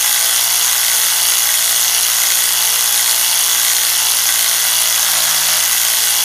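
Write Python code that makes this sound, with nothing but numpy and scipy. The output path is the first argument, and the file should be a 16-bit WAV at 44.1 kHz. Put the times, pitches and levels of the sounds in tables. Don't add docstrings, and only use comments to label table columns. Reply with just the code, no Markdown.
import sys
import numpy as np
from scipy import signal
from scipy.fft import rfft, irfft
from scipy.io import wavfile
from scipy.ndimage import uniform_filter1d

SR = 44100
rng = np.random.default_rng(int(sys.argv[2]) if len(sys.argv) > 2 else 0)


def master_out(mix):
    frames = np.transpose(np.atleast_2d(mix))
    ceiling = np.clip(frames, -1, 1)
    pcm = np.round(ceiling * 32767).astype(np.int16)
    wavfile.write(sys.argv[1], SR, pcm)


N = 275164
TIME = np.arange(N) / SR


def undb(db):
    return 10 ** (np.asarray(db) / 20)


def level(x, db):
    return x * undb(db) / np.sqrt(np.mean(x ** 2))


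def wander(rate_hz):
    step = int(SR / rate_hz)
    return uniform_filter1d(np.repeat(rng.standard_normal(N // step + 1), step), step)[:N]


def highpass(x, hz):
    return signal.sosfilt(signal.butter(1, hz, "high", fs=SR, output="sos"), x)


def resonate(x, pitch_hz, width_hz):
    return signal.lfilter(*signal.iirpeak(pitch_hz, pitch_hz / width_hz, fs=SR), x)


def ring_modes(x, modes):
    return sum(level(resonate(x, pitch_hz, width_hz), db) for pitch_hz, width_hz, db in modes)


def colour(x, points, peaks=(), size=8192):
    hz = np.linspace(1, SR / 2, size // 2 + 1)
    point_hz, point_db = np.transpose(points)
    db = np.interp(np.log(hz), np.log(point_hz), point_db)
    for centre_hz, width_hz, peak_db in peaks:
        db = db + peak_db / (1 + (2 * (hz - centre_hz) / width_hz) ** 2)
    cepstrum = irfft(np.log(undb(db)))[:size // 2]
    cepstrum[1:] *= 2
    return signal.fftconvolve(x, irfft(np.exp(rfft(cepstrum, size))))[:len(x)]


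def dense_ring(decay_s, rise_s, tail_db, tail_s, size=4096):
    t = TIME[:size]
    quick, slow = rng.standard_normal((2, size))
    low = signal.sosfilt(signal.butter(2, 2600, fs=SR, output="sos"), slow)
    tail = undb(tail_db) * slow * np.exp(-t / tail_s) + undb(-7.5) * low * np.exp(-t / .0068)
    ring = (1 - np.exp(-t / rise_s)) * (quick * np.exp(-t / decay_s) + tail)
    power = uniform_filter1d(np.abs(rfft(ring)) ** 2, 31)
    return irfft(rfft(ring) / np.sqrt(power))[:3 * size // 4]


def blows(strokes, place, jitter_s, scatter_db, chatter_s, chatter_db, count=380, half_width=8):
    late, force = rng.standard_normal((count, 2)).T
    due_s = np.interp(np.arange(count) + place, strokes, TIME, left=-1, right=-1)
    at = (due_s + jitter_s * late) * SR
    heard = (at > half_width) & (at < N - half_width - 1)
    index = at[heard, None].astype(int) + np.arange(-half_width, half_width + 1)
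    pulses = np.zeros(N)
    np.add.at(pulses, index, undb(scatter_db * force[heard, None]) * np.sinc(index - at[heard, None]))
    envelope = signal.lfilter([1], [1, -np.exp(-1 / (chatter_s * SR))], pulses)
    chatter = highpass(envelope * rng.standard_normal(N), 1020)
    return level(pulses, 0) + level(chatter, chatter_db)


def socket_turn(strokes, peak_at, teeth=42):
    return np.cos(2 * np.pi * (strokes / teeth - peak_at))


# time_s, stroke_rate_hz
MOTOR_SPEED = [(0.0, 60.07), (0.362, 60.04), (0.636, 59.28), (1.054, 59.377), (1.492, 58.91),
               (2.324, 59.05), (2.667, 59.606), (3.311, 59.486), (3.96, 59.58), (4.364, 58.25),
               (5.416, 57.723), (6.24, 59.01)]


def motor(caught, free_hz=59.7, load_per_hz=.16, bite_sag_hz=1, bite_load=.65):
    speed_hz = np.interp(TIME, *np.transpose(MOTOR_SPEED))
    strokes = .254 + np.cumsum(speed_hz - bite_sag_hz * caught) / SR
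    load = np.clip(load_per_hz * (free_hz - speed_hz) + bite_load * caught, 0, 1)
    return strokes, load


# stroke_fraction, level_db, ring_s, chatter_s, brightest_turn_fraction, treble_swing_db
STROKE_KNOCKS = [(.305, -21.8, .0014, .0007, .65, 1.1), (.545, -20.2, .0014, .0009, .78, 1.2),
                 (.86, -17.4, .0018, .0013, .22, 1.6)]
# freq_hz, reversal_db, drop_db, drive_db
KNOCK_EQ = [(150, -36, -40, -33), (380, -31, -36, -27), (540, -21, -26, -17), (750, -11, -17, -6),
            (1500, -9, -15, -4), (2800, -9, -7, -2), (4500, -7, -9, 0), (6300, 0, 0, .5),
            (7600, -4, -3, -2), (9400, -3.5, -1, -1), (10800, -3, -.5, -1.5), (12500, -8, -3.5, -4),
            (15500, -12, -9, -9)]
# centre_hz, width_hz, gain_db
STEEL_BODY = [(1517, 147, 5), (2005, 100, 3), (2400, 294, -8), (3300, 91, 0), (3690, 150, -2.5),
              (4230, 89, 3), (4610, 320, 2.5), (5210, 99, -3), (5250, 140, 2.5), (6930, 700, 1),
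              (7290, 280, -7.5), (8145, 790, -7), (9090, 110, -6.5), (10080, 180, -9)]


def ratchet(strokes, sides=5):
    out = 0
    for k, (place, db, ring_s, chatter_s, bright_at, swing_db) in enumerate(STROKE_KNOCKS):
        force = blows(strokes, place, jitter_s=.00006, scatter_db=-.32,
                      chatter_s=chatter_s, chatter_db=-1.5)
        knock = 0
        for side in range(sides):
            nearness = 1.33 + socket_turn(strokes, side / sides)
            response = dense_ring(ring_s, rise_s=.0003, tail_db=-15, tail_s=.012)
            knock = knock + nearness ** 2 * signal.oaconvolve(force, response)[:N]
        knock = colour(knock, np.array(KNOCK_EQ)[:, [0, k + 1]], STEEL_BODY)
        hardness_db = swing_db * socket_turn(strokes, bright_at)
        out = out + level(knock + (undb(hardness_db) - 1) * highpass(knock, 6400), db)
    return out


# pitch_hz, width_hz, level_db
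BAR_MODES = [(3388, 68, 0), (2085, 60, -14), (10370, 80, -6)]


def extension_bar(strokes):
    force = sum(blows(strokes, place, jitter_s=.0002, scatter_db=1, chatter_s=.001, chatter_db=-8)
                for place, *_ in STROKE_KNOCKS[1:])
    return level(ring_modes(force, BAR_MODES), -26.3)


def gears():
    rub = rng.standard_normal(N) * undb(1.3 * wander(300))
    drive_eq = np.array(KNOCK_EQ)[:, [0, -1]]
    return level(colour(rub, drive_eq, STEEL_BODY), -19)


# harmonic, easy_db, loaded_db
HUM_HARMONICS = [(1, -59, -60), (2, -51, -47.5), (3, -59, -47), (4, -66.5, -56), (5, -54.5, -55),
                 (6, -59, -55.5), (7, -51.5, -54), (8, -48.5, -58.5), (9, -59, -51), (10, -52.5, -51.5),
                 (11, -48, -42.5), (12, -47.5, -44), (13, -51, -41.5), (14, -47, -48), (15, -42, -49),
                 (16, -55, -41), (17, -48, -48), (18, -48.5, -48), (19, -52, -44), (20, -50, -50)]


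def drive_hum(strokes, load, waver_per_harmonic=.044, waver_max=.46):
    out = 0
    dip_db = -14 * (1 - load) * np.exp(3.2 * (socket_turn(strokes, .95) - 1))
    for harmonic, easy_db, loaded_db in HUM_HARMONICS:
        db = easy_db + load * (loaded_db - easy_db) + dip_db * (harmonic == 3)
        swells_per_turn = np.ceil(harmonic / 7)
        sway = .97 * wander(14) + socket_turn(swells_per_turn * strokes, rng.uniform())
        waver = 1 + min(waver_per_harmonic * harmonic, waver_max) * sway
        phase = 2 * np.pi * harmonic * strokes + rng.uniform(-1.67, 1.83) + .036 * harmonic * wander(20)
        out = out + np.sqrt(2) * undb(db) * waver * np.cos(phase)
    return out


# freq_hz, gain_db
ROOM_EQ = [(20, -8), (70, -1), (150, 0), (400, 2), (2000, -2.5), (15000, -48)]


def workshop():
    return level(colour(rng.standard_normal(N), ROOM_EQ), -50)


def pawl_zing(strokes, pitch_hz=10450, width_hz=1300):
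    drop_place = STROKE_KNOCKS[1][0]
    force = blows(strokes, drop_place, jitter_s=.0002, scatter_db=2, chatter_s=.003, chatter_db=9)
    zing = resonate(resonate(force, pitch_hz, width_hz), pitch_hz, width_hz)
    arc = np.exp(8 * (socket_turn(strokes, .814) - 1))
    return level(arc * zing, -32.5)


# freq_hz, gain_db
JUDDER_EQ = [(100, -26), (450, -20), (650, -5.5), (1000, -3.5), (1600, -0.5), (2500, -6), (6000, -2.5),
             (15000, -23)]


def tap_judder(strokes, load):
    thuds = 0
    for place in (.17, .68):
        slips = blows(strokes, place, jitter_s=.00029, scatter_db=-2.5, chatter_s=.0015, chatter_db=-4)
        block = dense_ring(.0035, rise_s=.00033, tail_db=-10, tail_s=.015)
        thuds = thuds + signal.oaconvolve(slips, block)[:N]
    return load * level(colour(thuds, JUDDER_EQ), -22)


# pitch_hz, width_hz, level_db
TAP_MODES = [(3290, 90, -1), (5390, 130, 0), (5615, 50, -3), (6035, 80, -4)]


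def tap_scrape(load):
    return np.sqrt(load) * level(ring_modes(rng.standard_normal(N), TAP_MODES), -32)


def tap_bite(start_s=5.0, grip_s=.13, end_s=5.68, release_s=.15):
    return np.clip(np.minimum((TIME - start_s) / grip_s, (end_s - TIME) / release_s), 0, 1)


# freq_hz, gain_db
RADIATION_EQ = [(200, -5), (500, 1.5), (800, -0.5), (1500, -1), (2900, 2), (4200, -2.5), (6300, -0.5),
                (9500, 1.5), (12500, -1), (14000, 1.5), (15500, -3)]


def scene():
    strokes, load = motor(tap_bite())
    room = workshop()
    steel = ratchet(strokes) + extension_bar(strokes) + pawl_zing(strokes) + gears()
    steel = undb(-.5 * load) * colour(steel, RADIATION_EQ)
    return (steel + drive_hum(strokes, load) + tap_judder(strokes, load) + tap_scrape(load) + room)[None]


def record(dry, ceiling=.9, top_hz=15520):
    rounded = dry / (1 + (dry / ceiling) ** 6) ** (1 / 6)
    lowpass = signal.firwin(801, top_hz, window="blackman", fs=SR)
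    return signal.fftconvolve(rounded, lowpass[None], "same")


dry = scene()
out = record(dry)
master_out(out)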